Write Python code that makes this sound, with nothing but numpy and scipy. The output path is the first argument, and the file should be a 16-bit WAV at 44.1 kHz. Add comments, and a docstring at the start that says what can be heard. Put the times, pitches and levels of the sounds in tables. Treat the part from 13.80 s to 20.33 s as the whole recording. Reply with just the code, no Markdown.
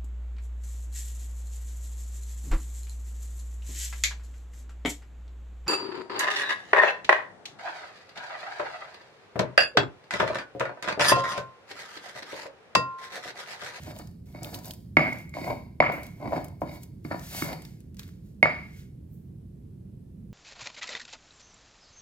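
"""A stone pestle knocks, scrapes and gathers wet spice paste in a flat stone mortar on a tiled kitchen floor.
Blows and random grit impacts excite decaying modes of the floor slab, the bowl with its rim and face, and the pestle.
The paste is shaped noise: a hiss that swells as it is smeared, and short bursts that tick as it lets go.
A hard room answers by convolution with sparse decaying taps, over a low steady rumble of filtered noise."""
import sys
import numpy as np
from scipy import signal
from scipy.io import wavfile
from scipy.ndimage import uniform_filter1d

SR = 44100
rng = np.random.default_rng(int(sys.argv[2]) if len(sys.argv) > 2 else 0)


def transcribe(signal):
    """Save signal, clipped to [-1, 1], as a 16-bit WAV file at the path in sys.argv[1]."""
    frames = np.atleast_2d(signal).T
    limited = np.clip(frames, -1, 1)
    pcm = np.round(limited * 32767).astype(np.int16)
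    wavfile.write(sys.argv[1], SR, pcm)


N = 287973  # samples in the scene


def gain_of(db):
    """Decibel law: 20 dB is a factor of ten in amplitude."""
    return 10 ** (np.asarray(db) / 20)


def evened(x):
    """Normalisation by root mean square: scales the signal to rms 1."""
    return x / np.sqrt(np.mean(x ** 2) + 1e-20)


def read(points, hz):
    """Interpolation of a spectrum, linear along a log-frequency axis."""
    point_hz, value = np.transpose(points)
    return np.interp(np.log(hz + 1), np.log(point_hz + 1), value)


def sides(db):
    """Interaural level difference: half is added on the left and half taken on the right."""
    return gain_of(np.array([db / 2, -db / 2]))


SWELL_DB = 30  # level climbed in a rise time and lost in a fall time


def swells(peak_s, rise_s, hold_s, fall_s):
    """Exponential envelopes, one row each: level climbs linearly in dB, holds, then falls."""
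    t = np.arange(0, N + 64, 64)[:, None] / SR  # one value per 64 samples
    before = (peak_s - t) / np.abs(rise_s)
    after = (t - peak_s - hold_s) / np.abs(fall_s)
    below = np.maximum(before, after)
    return gain_of(-SWELL_DB * np.maximum(below, 0)).T


def summed(gains, db):
    """Incoherent addition: swells add by power at their levels, then spread over all samples."""
    power = gain_of(2 * np.asarray(db)) @ gains ** 2
    total = np.sqrt(power)
    return np.interp(np.arange(N), np.arange(len(total)) * 64, total)


def hiss(shape, same, lead, size):
    """Random-phase synthesis: two partly coherent channels of noise with magnitude shape(Hz, s)."""
    hop = size // 4
    frames, hz = N // hop + 5, np.fft.rfftfreq(size, 1 / SR)
    a, b, c, d = rng.standard_normal((frames, len(hz), 4)).T
    likeness = np.clip(read(same, hz), -1, 1)[:, None]
    lag = np.exp(-1j * read(lead, hz))[:, None]
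    left = a + 1j * b
    right = likeness * left * lag + np.sqrt(1 - likeness ** 2) * (c + 1j * d)
    spectra = np.array([left, right]) * shape(hz[:, None], np.arange(frames) * hop / SR)
    return signal.istft(spectra, nperseg=size, noverlap=size - hop)[1][:, :N]


# Rumble colour. Each row: frequency in Hz, relative level in dB per Hz.
RUMBLE_COLOUR = [(21, -48.5), (35, -13), (82, -10), (129, -9), (171, -10), (239, -18), (258, -22.5),
                 (309, -23), (389, -27.5), (800, -50), (1300, -58), (6690, -64), (10600, -61),
                 (14500, -64.5), (16000, -71.5)]
# Rumble coherence. Each row: frequency in Hz, left-right likeness from -1 to 1.
RUMBLE_LIKENESS = [(60, 1), (200, 0.98), (330, 0.5), (550, -0.01), (1650, 0.63), (4970, 0.072),
                   (15000, 0.3)]
# Rumble balance. Each row: frequency in Hz, left-right level difference in dB.
RUMBLE_LEAN = [(60, -0.1), (240, -4), (950, -0.5), (3770, -2), (15000, -1.5)]
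RUMBLE_DB = -44  # rms level


def rumble():
    """Stationary coloured noise: low sound from outside the room, in drifting patches."""
    def shape(hz, t):
        """Slow modulation: patches smoothed over frequency and time wander about the colour."""
        patches = rng.standard_normal((len(t), len(hz))).T
        patches = uniform_filter1d(patches, 3, 0)
        patches = evened(uniform_filter1d(patches, 8, 1))
        lean = sides(read(RUMBLE_LEAN, hz))
        return lean * gain_of(read(RUMBLE_COLOUR, hz) + 0.5 * patches)

    noise = hiss(shape, RUMBLE_LIKENESS, [(60, 0), (15000, 0.02)], size=2048)
    return gain_of(RUMBLE_DB) * evened(noise)


# Sticky paste letting go. Each row: time in seconds, peak level in dB, centre in Hz.
TICKS = [(0.034, -40.5, 7000), (0.048, -46, 7000), (0.163, -44, 3860), (0.188, -37, 8700),
         (0.2726, -43.5, 6800), (0.312, -56, 10100), (0.526, -58, 4600), (0.6316, -29, 7440),
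         (0.6455, -31.5, 3600), (0.744, -28, 4500), (0.75, -32, 13300), (0.7888, -38, 7590),
         (0.8454, -38.5, 5650), (0.856, -34, 12500), (0.8813, -36, 12710), (0.9082, -27.5, 4750),
         (0.936, -34.5, 12300), (1.33, -41, 7000), (1.385, -42, 8700), (1.494, -47, 9180),
         (2.1206, -41.5, 3670), (2.2328, -39.5, 11600), (2.2668, -39.5, 13000), (2.6445, -36.5, 12700),
         (2.6834, -43.5, 11100), (3.033, -38.5, 11170), (3.3947, -38, 6950), (3.729, -32.5, 4770),
         (3.8204, -41, 9190), (3.8508, -38, 4850), (4.0044, -51.5, 10700), (4.1445, -50.5, 14300),
         (4.1685, -44.5, 7200), (4.1941, -31.5, 4430), (4.219, -50, 1650), (4.232, -41, 4640),
         (4.2786, -47.5, 14300), (4.289, -48.5, 1750)]
# Paste squeezed and smeared, then the hand sliding off the stone. Each row: peak time in seconds,
# rise in seconds, hold in seconds, fall in seconds, level in dB, treble tilt in dB per octave.
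SMEARS = [(0.114, 0.69, .003, 0.02, -51.5, -7.5), (0.184, 0.17, .003, .16, -52.5, -3.5),
          (0.27, 0.044, .003, .22, -69.5, -1), (0.46, 0.015, .15, 0.11, -63.5, -3),
          (0.65, .05, .07, 0.085, -52, -1), (0.746, .06, .003, 0.12, -44, -2.5),
          (0.856, .06, .003, .165, -45, -1.5), (1.19, 0.041, .22, 0.147, -57, -3.5),
          (1.546, 0.026, .06, 0.19, -54.5, -6.5), (1.652, 0.16, .04, .22, -50.5, -2),
          (2.01, .008, .1, .1, -65.5, -1.6), (2.12, .012, .003, 0.32, -51.5, 0.5),
          (2.232, .008, .003, .2, -53, -6.5), (2.56, 0.38, .003, 0.22, -53.5, -4),
          (2.644, 0.008, .003, .04, -52.5, 0.5), (2.81, 0.0086, .003, .11, -57, -1.5),
          (2.946, 0.17, .003, 0.15, -52.5, -2), (3.036, .05, .003, .015, -50, -0.5),
          (3.05, .012, .003, 0.063, -61, -1.4), (3.244, .009, .14, .05, -59, -3),
          (3.43, .07, .04, .1, -50.5, -4.5), (3.566, 0.25, 0.074, 0.18, -36.5, -3.5),
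          (3.82, .015, .06, .3, -60, -5), (4.192, .03, .003, 0.27, -54.5, -6.5),
          (4.462, 0.095, .003, .3, -67.5, -3.4), (4.7, .03, .18, .1, -69.5, -7.5),
          (4.986, 0.31, .02, .16, -58, -6), (5.342, .13, .003, .25, -69.5, 6.5)]
# Paste hiss colour. Each row: frequency in Hz, relative level in dB per Hz.
SMEAR_COLOUR = [(900, -36), (1600, -10.5), (3000, -9.5), (4500, -6.5), (7000, -4.5), (10000, -8),
                (13000, -1), (15500, -6.5)]
# Paste hiss coherence. Each row: frequency in Hz, left-right likeness from -1 to 1.
SMEAR_LIKENESS = [(1000, 1), (5000, 0.88), (15000, 1)]
# Paste hiss phase. Each row: frequency in Hz, radians by which the left leads.
SMEAR_LEAD = [(1000, 2), (8000, 1.69), (15000, 0.8)]
SQUELCH_DB, SQUELCH_S = -11.5, 0.03  # the hiss jumps after each tick, against its peak, and falls


def smear():
    """Modulated broadband noise: a dense wet hiss whose tilt is the power-weighted mean of its swells."""
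    peak_s, rise_s, hold_s, fall_s, db, tilt_db = np.transpose(SMEARS)
    squeeze = swells(peak_s, rise_s, hold_s, fall_s)
    power = (gain_of(db)[:, None] * squeeze) ** 2 + 1e-30
    tilt_now = tilt_db @ power / power.sum(0)
    tick_s, tick_db, _ = np.transpose(TICKS)
    squelch = swells(tick_s, 0.0018, 0, SQUELCH_S)
    level = np.hypot(summed(squeeze, db), summed(squelch, tick_db + SQUELCH_DB))

    def shape(hz, t):
        """Spectral tilt about 8 kHz, with a flicker in level common to all frequencies."""
        flicker = evened(uniform_filter1d(rng.standard_normal(len(t)), 4))
        octaves = np.clip(np.log2((hz + 1) / 8000), -2.5, 1)
        tilt = np.interp(t, np.linspace(0, N / SR, len(tilt_now)), tilt_now) * octaves
        return gain_of(read(SMEAR_COLOUR, hz) + tilt + 0.84 * flicker)

    return level * evened(hiss(shape, SMEAR_LIKENESS, SMEAR_LEAD, size=256))


# Modes of the five ringing bodies. 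Each row: frequency in Hz, relative level in dB, t60 in seconds
# before the share of ring time, left-right difference in dB, radians by which the left leads.
BOWL = [(604, -6, 0.0057, 0.67, 0.42), (617.7, 9.5, 0.025, 0.67, 0.62), (662, 4, 0.024, 1.5, 1.1),
        (717.6, 6, 0.028, 2, 0.66), (809, -7, 0.11, 0.73, 2.4), (959.5, -3.5, .05, 18, 0.94),
        (1016, -6.5, 0.059, 3.8, 1)]
PESTLE = [(2012, -7.5, 0.018, -13.5, 0.2), (2175, 5.5, 0.028, -1, 1.4), (2398, -39.5, 0.21, 12.5, 1.3),
          (2500, -9, 0.017, 2.5, 2.8), (2653, -22.5, 0.013, 0, 1.5)]
FACE = [(2910, -0.5, 0.03, 1, 2.1), (3760, -0.5, 0.036, 0.91, 0.94), (4458, 4, 0.032, 0.69, 1.3),
        (4603, -8.5, 0.099, 0.54, 1.2), (4980, 1, 0.042, 0.85, 1.9), (6880, -11.5, 0.04, 0.47, 1.1),
        (3360, -1.5, .01, 0.7, 1.7), (4900, -10, 0.013, 0.7, 4.3), (6200, -17.5, 0.011, 0.7, 1.3),
        (7550, -20, 0.013, 0.7, 1.4), (9430, -12, 0.028, 0.7, 1.2)]
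RIM = [(1178, 3, 0.019, 2, 1.8), (1334, 4.5, 0.012, 2.5, 1.6), (1650, -5, 0.01, 2.5, 4),
       (1737, -1, 0.021, 3.3, 1.5)]
SLAB = [(124.5, -16, 0.16, 5.5, 0.12), (157.5, -5, 0.23, 1, .2), (254, 2, 0.054, 2.5, 0.19),
        (305, 4, 0.061, -4.5, 1)]
BODIES = [(BOWL, 0.0012), (PESTLE, 0.0009), (FACE, 0.0004), (RIM, 0.0008), (SLAB, 0.002)]  # contact rise in s
PRESSED, FREE = 0.74, 0.93  # share of ring time left: stones pressed together in paste, and after a blow


def ring(modes, rise_s, share):
    """Modal superposition: a struck body sounds as a sum of decaying sines, two channels, peak 1."""
    t = np.arange(SR // 6) / SR
    out = np.zeros((2, len(t)))
    for hz, db, t60, pan_db, lead in modes:
        decay = gain_of(db - 60 * t / (t60 * share))
        phase = np.array([[lead / 2], [-lead / 2]])
        out += sides(pan_db)[:, None] * decay * np.sin(2 * np.pi * hz * t + phase)
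    out = out * (1 - np.exp(-t / rise_s))  # the contact takes a moment to build
    return out / abs(out.mean(0)).max()


# Scrapes of stone on stone. Each row: peak time in seconds, rise in seconds, hold in seconds, fall in
# seconds, grit into the bowl in dB, into the pestle in dB, rasp of the face in dB, into the rim in dB.
SCRAPES = [(0.077, 0.12, 0.045, 0.047, -49, -62.5, -63.5, -58),
           (0.159, 0.037, 0.06, 0.035, -53, -70, -62.5, -60), (0.48, .04, 0.009, 0.18, -66, -73, -85, -74),
           (0.541, .015, 0.037, 0.18, -54, -58.5, -69, -63),
           (0.623, 0.08, 0.065, 0.065, -45.5, -58.5, -58.5, -54),
           (0.726, 0.054, 0.044, 0.12, -47, -62.5, -61, -57),
           (0.852, 0.05, 0.051, 0.02, -51, -69, -60.5, -65),
           (1.204, 0.013, 0.052, 0.16, -33, -33, -57.5, -40),
           (1.547, 0.011, 0.14, .1, -44, -46.5, -58, -60),
           (1.669, .03, 0.046, 0.054, -34.5, -47.5, -61, -50),
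           (2.039, 0.026, 0.017, 0.077, -37.5, -28, -73, -33.5),
           (2.086, .03, 0.091, .11, -42, -43, -67, -49),
           (2.424, 0.049, 0.022, 0.25, -35.5, -50.5, -63.5, -58),
           (2.541, 0.09, 0.038, 0.045, -35.5, -50, -58.5, -47.5),
           (2.826, 0.01, 0.0084, 0.028, -41, -66, -76, -55.5),
           (2.86, 0.038, 0.099, 0.077, -51, -57.5, -61.5, -63),
           (3.251, .012, .01, .1, -56.5, -65.5, -66.5, -66),
           (3.306, 0.011, 0.042, 0.047, -42.5, -50.5, -57, -43),
           (3.543, 0.11, 0.079, .05, -47.5, -52.5, -50.5, -52),
           (3.643, 0.036, 0.077, 0.066, -42.5, -48.5, -55.5, -51.5),
           (4.191, 0.015, 0.037, 0.14, -74, -70.5, -73, -71)]
SLIP_DB = 3.0  # spread of the grit level as the stone sticks and slips
SLAB_GRIT_DB = -0.5  # floor share of the grit, against the bowl


def scrapes():
    """Stick-slip friction: a rain of random grit impacts drives the five damped bodies."""
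    out = np.zeros((2, N))
    sizes = gain_of(3.1 * np.minimum(rng.exponential(1, N), 4))
    impacts = sizes * (rng.random(N) < 2600 / SR)  # about 2600 a second
    slips = uniform_filter1d(rng.standard_normal(N), 250)
    slips = evened(uniform_filter1d(slips, 250))  # the stone sticks and lets go
    grit = evened(impacts * gain_of(SLIP_DB * slips) * rng.choice([-1., 1.], N))
    peak_s, rise_s, hold_s, fall_s, bowl_db, pestle_db, rasp_db, rim_db = np.transpose(SCRAPES)
    pressure = swells(peak_s, rise_s, hold_s, fall_s)
    levels = [bowl_db, pestle_db, rasp_db, rim_db, bowl_db + SLAB_GRIT_DB]
    for (modes, contact_s), db in zip(BODIES, levels):
        damped = ring(modes, contact_s, PRESSED)
        damped = damped / np.linalg.norm(damped.mean(0))
        force = summed(pressure, db) * grit
        out += signal.oaconvolve(force[None], damped, axes=1)[:, :N]
    return out


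def ticks():
    """Transient release: each tick is a wide noise burst tinted at its centre, gone in milliseconds."""
    out, t = np.zeros((2, N + 600)), np.arange(600) / SR
    noises = rng.standard_normal((len(TICKS), 3, len(t)))
    for (s, db, hz), noise in zip(TICKS, noises):
        envelope = (1 - np.exp(-t / 0.00037)) * np.exp(-t / 0.0015)
        burst = (noise[0] + 6.9 * noise[1:]) * envelope  # a little shared, mostly separate per side
        tint = signal.butter(2, [hz * 0.589, min(hz * 1.2, SR * 0.45)], "bandpass", fs=SR)
        burst = signal.lfilter(*tint, burst) + 0.54 * burst * (hz / 8000)
        at = round(s * SR)
        out[:, at:at + len(t)] += gain_of(db) * burst / abs(burst.mean(0)).max()
    return out[:, :N]


# Blows of the pestle. Each row: time in seconds, bowl level in dB, pestle level in dB, rim level in dB,
# thud of the floor slab in dB.
BLOWS = [(0.079, -39.5, -65, -60, -36.5), (0.165, -41.5, -59, -61, -50), (0.548, -36.5, -45, -54, -37),
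         (1.169, -11.5, -5.5, -11, -14), (1.193, -21, -23, -19.5, -32), (1.539, -55, -34.5, -43, -52),
         (1.569, -25, -48, -63, -38), (1.615, -40, -43, -50, -30), (1.676, -24.5, -42, -60, -46),
         (1.703, -25, -44, -48, -45), (1.716, -25.5, -43.5, -51, -43), (1.728, -27.5, -45, -50, -42),
         (2.003, -5.5, -10, -32, -20.5), (2.025, -29, -41, -16.5, -40), (2.098, -16.5, -50, -25.5, -54),
         (2.522, -19.5, -47, -34, -52), (2.531, -16, -46, -38, -30), (2.577, -24, -49.5, -43.5, -38),
         (2.818, -18, -44, -40, -28), (2.874, -47.5, -59.5, -45, -34.5), (3.249, -43, -41.5, -40, -28.5),
         (3.312, -23.5, -54, -28, -30), (3.344, -26.5, -45.5, -56, -34.5), (3.622, -37, -26.5, -24, -22.5),
         (4.628, -11, -5, -16, -21), (4.656, -14.5, -46, -14, -30.5)]
CLACK_DB, CLACK_FOLLOWS = -25, 0.7  # face clack: dB at full force, dB per dB of the louder of pestle and rim
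CLACK_RIM_DB = -9.5  # a rim blow clacks less than a pestle blow


def blows():
    """Impulse excitation: each blow is a single force pulse that sets the five bodies ringing."""
    out = np.zeros((2, N))
    s, bowl, pestle, rim, thud = np.transpose(BLOWS)
    clack = CLACK_DB + CLACK_FOLLOWS * np.maximum(pestle, rim + CLACK_RIM_DB)
    for (modes, contact_s), db in zip(BODIES, [bowl, pestle, clack, rim, thud]):
        force = np.zeros(N)
        force[np.round(s * SR).astype(int)] = gain_of(db)
        out += signal.oaconvolve(force[None], ring(modes, contact_s, FREE), axes=1)[:, :N]
    return out


# Reverberation of the room. Each row: frequency in Hz, t60 in seconds.
KITCHEN_DECAY = [(150, 0.65), (500, 0.37), (1100, 0.41), (2500, 0.48), (7000, 0.6)]
FIRST_WALL_S = 0.0089  # taps before the first wall are weaker


def kitchen(x):
    """Reverberation by convolution: sparse taps of random sign, each band dying at its own speed."""
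    out, length = np.zeros((2, N)), round(0.6 * SR)
    for k in range(3):  # the stone moves about, so three tails take turns
        taps = np.zeros((2, length))
        jitter = rng.integers(0, 20, (2, (length - 101) // 20))
        at = np.arange(100, length - 20, 20) + jitter
        np.put_along_axis(taps, at, rng.choice([-1., 1.], at.shape), 1)
        taps = taps + 0.43 * taps[::-1]  # each side hears some of the other
        taps = taps * (0.3 + 0.7 * (np.arange(length) / SR > FIRST_WALL_S))
        hz, t, z = signal.stft(taps, SR, nperseg=256)
        decay = gain_of(-60 * t / read(KITCHEN_DECAY, hz)[:, None])
        tail = signal.istft(z * decay, SR, nperseg=256)[1]
        turn = np.sqrt(2 / 3) * np.cos(np.pi * (7 * np.arange(N) / SR + k / 3))
        out += signal.fftconvolve(x * turn, tail / np.linalg.norm(tail[0]), axes=1)[:, :N]
    return out


KITCHEN_STONE_DB, KITCHEN_PASTE_DB = -4.5, -15  # levels sent into the room


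def scene():
    """Superposition: stone and paste, their reverberation, and the rumble add together."""
    background = rumble()
    paste = smear() + ticks()
    stone = scrapes() + blows()
    sent = gain_of(KITCHEN_STONE_DB) * stone + gain_of(KITCHEN_PASTE_DB) * paste
    return stone + paste + kitchen(sent) + background


EDGE_HZ = 16000  # upper band limit


def record(dry):
    """Band limitation: the microphone drops the deepest bass, peaks clip at full scale, then a low-pass."""
    bass_cut = signal.butter(5, 46, "highpass", fs=SR, output="sos")
    thin = signal.sosfilt(bass_cut, dry)
    held = np.pad(np.clip(thin, -1, 1), ((0, 0), (127, 127)), "edge")
    low_pass = signal.firwin(255, EDGE_HZ, window=("kaiser", 9), fs=SR)
    return signal.oaconvolve(held, low_pass[None], "valid", axes=1)


dry = scene()
out = record(dry)
transcribe(out)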